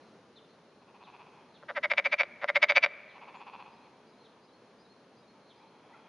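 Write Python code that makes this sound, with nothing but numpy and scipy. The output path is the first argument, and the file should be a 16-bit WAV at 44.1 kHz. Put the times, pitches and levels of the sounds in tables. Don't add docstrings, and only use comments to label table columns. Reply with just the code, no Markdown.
import sys
import numpy as np
from scipy import signal
from scipy.fft import rfft, irfft
from scipy.io import wavfile
from scipy.ndimage import uniform_filter1d

SR = 44100
rng = np.random.default_rng(int(sys.argv[2]) if len(sys.argv) > 2 else 0)


def put_to_file(sound):
    columns = np.atleast_2d(sound).T
    safe = np.clip(columns, -1, 1)
    whole_steps = np.round(safe * 32767)
    wavfile.write(sys.argv[1], SR, whole_steps.astype(np.int16))


N = 268392
TIME = np.arange(N) / SR

# (frequency [Hz], relative level per Hz [dB])
HUSH_COLOUR = [(30, -45.5), (60, -23), (120, -8.5), (215, -1), (310, -4.5), (430, -1.5), (750, -8),
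               (1150, -10.5), (2000, -18.5), (3200, -22.5), (4700, -25.5), (6500, -30), (7800, -46),
               (9700, -37)]
# (frequency [Hz], side minus mid [dB])
HUSH_WIDTH = [(60, -18), (170, -28.5), (290, -19), (1000, -16.5), (2300, -11), (4000, -2.5), (6500, -6.5)]
# (frequency [Hz], relative level [dB])
HAZE_COLOUR = [(400, -33.5), (700, -7.5), (880, 8), (1080, -1), (1350, -8.5), (1900, -17), (2300, -5.5),
               (2520, -5), (2900, -22.5), (3300, -6.5), (3700, -33), (5000, -37), (7000, -44.5)]
# (time of the peak [s], half-length [s], level [dB])
HAZE_RISES = [(1.35, 0.23, -66.5), (3.85, 0.66, -69.5), (5.92, 0.53, -64.5)]
# (time [s], level [dB])
BIRD_CHIPS = [(0.353, -56), (1.026, -60.5), (1.535, -59.5), (3.085, -61), (4.234, -61.5), (5.487, -59.5)]
# (time [s], length [s], start pitch [Hz], end pitch [Hz], level [dB])
LONE_WHISTLES = [(3.333, .075, 6440, 7160, -77), (5.921, 0.0295, 1670, 2100, -59),
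                 (5.936, 0.029, 1490, 1320, -54.5)]
# (time [s], level [dB])
PHRASE_TIMES = [(3.699, -69), (4.055, -70), (4.411, -69), (4.775, -65.5), (5.155, -67.5), (5.545, -72)]
# (time into it [s], length [s], start pitch [Hz], end pitch [Hz], relative level [dB])
PHRASE_NOTES = [(0, 0.068, 4520, 4980, -2.5), (0.069, 0.027, 3770, 3920, -1), (.113, .058, 4080, 4260, 0)]
# (time of the first note's closing click [s], notes [count, rounded], peak [dB], swell [dB])
FAR_CROAKS = [(.846, 8, -42.5, 14.5), (3.180, 9.1, -37.5, 5.5)]
# (frequency [Hz], width of each of two passes [Hz], relative level [dB])
FAR_THROAT = [(940, 325, 3), (2523, 380, -5.5), (3390, 170, -14.5), (4300, 800, -22.5)]
# (start [s], end [s], slackness of the vocal sacs at the start [0-1])
NEAR_CROAKS = [(1.62, 2.24, 0.8), (2.41, 2.865, .35)]
# (time of the closing click [s], clicks [count], closing gap [ms], level [dB])
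NEAR_NOTES = [(1.6342, 3, 6.4, -38.5), (1.7115, 9, 6.1, -27), (1.7862, 12, 5.23, -24),
              (1.8567, 10, 4.8, -20), (1.9232, 9, 4.17, -18), (1.9976, 9, 5.5, -17.5), (2.071, 9, 5.5, -18),
              (2.141, 9, 4.78, -18), (2.2191, 12, 5.9, -18), (2.4431, 8, 8.2, -25.5), (2.5008, 8, 4.9, -19),
              (2.5742, 9, 5.2, -16.5), (2.6431, 9, 4.6, -15), (2.7106, 9, 4.8, -14.5),
              (2.7802, 10, 5.7, -14), (2.8495, 10, 4.4, -15.5)]
# (time [s], level [dB])
SHUTTING_CLICKS = [(1.9361, -21), (2.2336, -20.5), (2.7214, -16), (2.8619, -17)]
# (frequency [Hz], relative level [dB])
CLICK_COLOUR = [(30, -37.5), (120, -28), (400, -24), (550, -2), (1000, -4), (1400, -1.5), (2150, -1),
                (2600, -8), (3100, -11.5), (3700, -10.5), (4200, -24.5), (5200, -28.5), (6400, -41),
                (7800, -62)]
# (frequency [Hz], relative level [dB])
THIN_OVERTONES = [(4580, 4.5), (5800, 15)]
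# (frequency [Hz], side minus mid [dB])
PORT_WIDTH = [(100, -15.5), (300, -16), (550, -42), (2200, -32.5), (3800, -13.5), (6500, -6.5)]

HUSH_DB, HAZE_DB, HISS_BAND_DB = -59.5, -80.5, -81.5
CHIP_S, CHIP_START_HZ, CHIP_END_HZ = .05, 4260, 3030
FAR_NOTE_S, FAR_TOP_HZ = .0635, 5000
FAR_FADE_DB = 7
QUICK_GAP_MS = 2.8
BODY_HZ, BODY_WIDTH_HZ, BODY_DB = 582, 75, 7.5
MOUTH_HZ, MOUTH_WIDTH_HZ, MOUTH_DB = 4650, 250, 8.5
SAC_FILL_S, SAC_FILL_SHAPE = .18, 1.6
SAC_TAUT_HZ, SAC_SLACK_HZ, SAC_WIDTH_HZ = 2294, 1518, 140
SAC_TAUT_DB, SAC_SLACK_DB = 16.5, -7.5
LATE_DAMPING_DB = 8
FULL_EFFORT_DB, TREBLE_DB, TREBLE_PER_DB = -11.5, 7, 0.98
OVERTONE_WIDTH_HZ = 170
OVERTONE_FALL_PER_S = 0.54
TOP_HZ = 10500


def undb(db):
    return 10 ** (np.asarray(db) / 20)


def unit(x):
    return x / np.sqrt(np.mean(x ** 2))


def add(track, s, sound):
    i = int(s * SR)
    track[i:i + len(sound)] += sound[:N - i]


def gains(points, size):
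    hz, db = np.transpose(points)
    bins_hz = np.fft.rfftfreq(size, 1 / SR)
    return undb(np.interp(np.log(bins_hz + 1), np.log(hz), db))


def shade(x, points):
    return irfft(rfft(x) * gains(points, N), N)


def noise(points):
    return unit(shade(rng.standard_normal(N), points))


def resonate(x, hz, width_hz):
    return signal.lfilter(*signal.iirpeak(hz, hz / width_hz, fs=SR), x)


def walk(rate):
    hold = int(SR / rate)
    steps = np.repeat(rng.standard_normal(N // hold + 1), hold)
    smooth = uniform_filter1d(uniform_filter1d(steps, hold), hold)
    return unit(smooth)[:N]


def background():
    mid = noise(HUSH_COLOUR) * undb(0.73 * walk(4.8))
    side = shade(noise(HUSH_COLOUR), HUSH_WIDTH)
    hush = undb(HUSH_DB) * np.array([mid + side, mid - side])
    swells = sum(undb(db) * np.exp(-((TIME - s) / half_s) ** 2) for s, half_s, db in HAZE_RISES)
    haze = noise(HAZE_COLOUR) * (undb(HAZE_DB) + swells) * undb(2 * walk(25))
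    band = unit(resonate(resonate(rng.standard_normal(N), 4170, 310), 4170, 310))
    band = band * undb(HISS_BAND_DB + 3.9 * walk(22))
    return hush + haze + band


def chirp(hz):
    tone = np.sin(2 * np.pi * np.cumsum(hz) / SR)
    return tone * np.sin(np.linspace(0, np.pi, len(hz)))


def whistle(length, start_hz, end_hz):
    u = np.linspace(0, 1, int(length * SR))
    return chirp(end_hz + (start_hz - end_hz) * (1 - u) ** 2)


def birds():
    out = np.zeros(N)
    for s, db in BIRD_CHIPS:
        u = np.linspace(0, 1, int(CHIP_S * SR))
        warble = 330 * np.sin(2 * np.pi * (5 * u + rng.random()))
        scratch = 110 * walk(600)[:len(u)]
        fall = CHIP_START_HZ + (CHIP_END_HZ - CHIP_START_HZ) * u
        add(out, s, undb(db) * chirp(fall + warble + scratch))
    for s, phrase_db in PHRASE_TIMES:
        for after, length, start_hz, end_hz, db in PHRASE_NOTES:
            vary = 1 + .006 * rng.standard_normal()
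            add(out, s + after, undb(phrase_db + db) * whistle(length, start_hz * vary, end_hz * vary))
    for s, length, start_hz, end_hz, db in LONE_WHISTLES:
        add(out, s, undb(db) * whistle(length, start_hz, end_hz))
    return out


def click_train(count, quick_ms, closing_ms, slowing, swell_db, scatter_db):
    chance = rng.standard_normal((count, 2))
    gaps_ms = quick_ms + (closing_ms - quick_ms) / np.arange(1, count) ** slowing
    gaps_ms = gaps_ms * (1 + .014 * chance[1:, 0])
    before = np.append(0, np.cumsum(gaps_ms)) / 1000
    progress = np.linspace(1, 0, count)
    swell = -swell_db * np.maximum(1 - progress / .6, 0) ** 1.4
    easing = -5 * np.maximum(progress - .6, 0)
    return before, progress, undb(swell + easing + scatter_db * chance[:, 1])


def far_frog():
    out, tick = np.zeros(N), signal.unit_impulse(1024)
    click = sum(undb(db) * resonate(resonate(tick, hz, width), hz, width) for hz, width, db in FAR_THROAT)
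    click = signal.sosfilt(signal.butter(4, FAR_TOP_HZ, fs=SR, output="sos"), click)
    click = click / np.abs(click).max()
    for start, notes, peak_db, swell_db in FAR_CROAKS:
        levels = peak_db - swell_db * np.linspace(1, 0, int(round(notes))) ** 3
        levels[-1] -= FAR_FADE_DB
        for k, db in enumerate(levels):
            before, _, sizes = click_train(count=10, quick_ms=3.2, closing_ms=9, slowing=1.5,
                                           swell_db=17, scatter_db=1.8)
            for lead, size in zip(before, sizes):
                add(out, start + k * FAR_NOTE_S - lead, undb(db) * size * click)
    return out


def click_shape(points, size=1024):
    cepstrum = irfft(np.log(gains(points, size)))
    cepstrum[1:size // 2] *= 2
    cepstrum[size // 2 + 1:] = 0
    shape = irfft(np.exp(rfft(cepstrum)))
    return shape / np.abs(shape).max()


def throat(click, opening, sac_hz, sac_db):
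    x = np.pad(click, (0, len(click)))
    thin = signal.sosfilt(signal.butter(1, 1500, "high", fs=SR, output="sos"), x)
    x = opening * x + (1 - opening) * thin
    x = x + undb(BODY_DB) * opening * resonate(x, BODY_HZ, BODY_WIDTH_HZ)
    x = x + undb(MOUTH_DB) * opening * resonate(x, MOUTH_HZ, MOUTH_WIDTH_HZ)
    width_hz = SAC_WIDTH_HZ + 1.071 * max(2200 - sac_hz, 0)
    return x + undb(sac_db) * resonate(x, sac_hz, width_hz)


def croak_state(s):
    start, end, slack = min(NEAR_CROAKS, key=lambda croak: abs(s - (croak[0] + croak[1]) / 2))
    slack = slack * np.exp(-(max(s - start, 0) / SAC_FILL_S) ** SAC_FILL_SHAPE)
    sac_hz = SAC_TAUT_HZ + slack * (SAC_SLACK_HZ - SAC_TAUT_HZ)
    sac_db = SAC_TAUT_DB + slack * (SAC_SLACK_DB - SAC_TAUT_DB)
    return sac_hz, sac_db, end - s


def coloured_click(bright_db, above_hz):
    rasp_db = 2.4 * rng.standard_normal(len(CLICK_COLOUR))
    points = []
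    for (hz, level), rasp in zip(CLICK_COLOUR, rasp_db):
        points.append((hz, level + (bright_db + rasp) * (hz > above_hz)))
    return click_shape(points)


def near_frog():
    out = np.zeros(N)
    for s, count, closing_ms, db in NEAR_NOTES:
        sac_hz, sac_db, left_s = croak_state(s)
        treble_db = TREBLE_DB + TREBLE_PER_DB * (db - FULL_EFFORT_DB)
        train = click_train(int(round(count)), QUICK_GAP_MS, closing_ms, slowing=1.3,
                            swell_db=22.5, scatter_db=2.6)
        for before, progress, size in zip(*train):
            click = coloured_click(treble_db + 10 * (.55 - progress), sac_hz)
            pitch = sac_hz * (1 + .035 * (progress - .6) + .01 * rng.standard_normal())
            ring = throat(click, progress ** 0.69, pitch, sac_db)
            sag = (1 + OVERTONE_FALL_PER_S * left_s) * (1 + 0.093 * (.5 - progress))
            for overtone_hz, overtone_db in THIN_OVERTONES:
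                ring = ring + undb(overtone_db) * resonate(ring, overtone_hz * sag, OVERTONE_WIDTH_HZ)
            add(out, s - before, undb(db) * size * ring)
    for s, db in SHUTTING_CLICKS:
        sac_hz, sac_db, _ = croak_state(s)
        ring = throat(click_shape(CLICK_COLOUR), 0.93, sac_hz, sac_db - LATE_DAMPING_DB)
        add(out, s, undb(db) * ring)
    return out


def scatter(x, delay_s, t60, top_hz, spread):
    t = TIME[:2 * SR]
    tail = rng.standard_normal((2, len(t))) * np.exp(-np.log(1000) * t / t60)
    tail = signal.sosfilt(signal.butter(2, top_hz, fs=SR, output="sos"), tail)
    tail = tail / np.sqrt(np.sum(tail[0] ** 2))
    tail = np.pad(tail, ((0, 0), (int(delay_s * SR), 0)))
    mid, side = signal.fftconvolve(x[None], tail, axes=1)[:, :N]
    return np.array([mid + spread * side, mid - spread * side])


def scene():
    hush, song, answer, near = background(), birds(), far_frog(), near_frog()
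    left_right = np.array([[1], [-1]])
    canopy = undb(-11.0) * scatter(song, delay_s=0.01, t60=0.66, top_hz=6500, spread=.4)
    far_echo = undb(-13) * scatter(answer, delay_s=.02, t60=1.1, top_hz=5000, spread=.2)
    ports = left_right * irfft(1j * rfft(near) * gains(PORT_WIDTH, N), N)
    reeds = undb(-17.0) * scatter(near, delay_s=.003, t60=0.04, top_hz=6220, spread=0.16)
    bank = undb(-41) * scatter(near, delay_s=.04, t60=0.098, top_hz=3510, spread=0.17)
    trees = undb(-31) * scatter(near, delay_s=.06, t60=1.64, top_hz=2830, spread=0.11)
    mix = hush + song + canopy + answer + far_echo + near + ports + reeds + bank + trees
    return undb(0.22 * left_right) * mix


def record(dry):
    return signal.sosfilt(signal.ellip(8, .2, 70, TOP_HZ, fs=SR, output="sos"), dry)


dry = scene()
out = record(dry)
put_to_file(out)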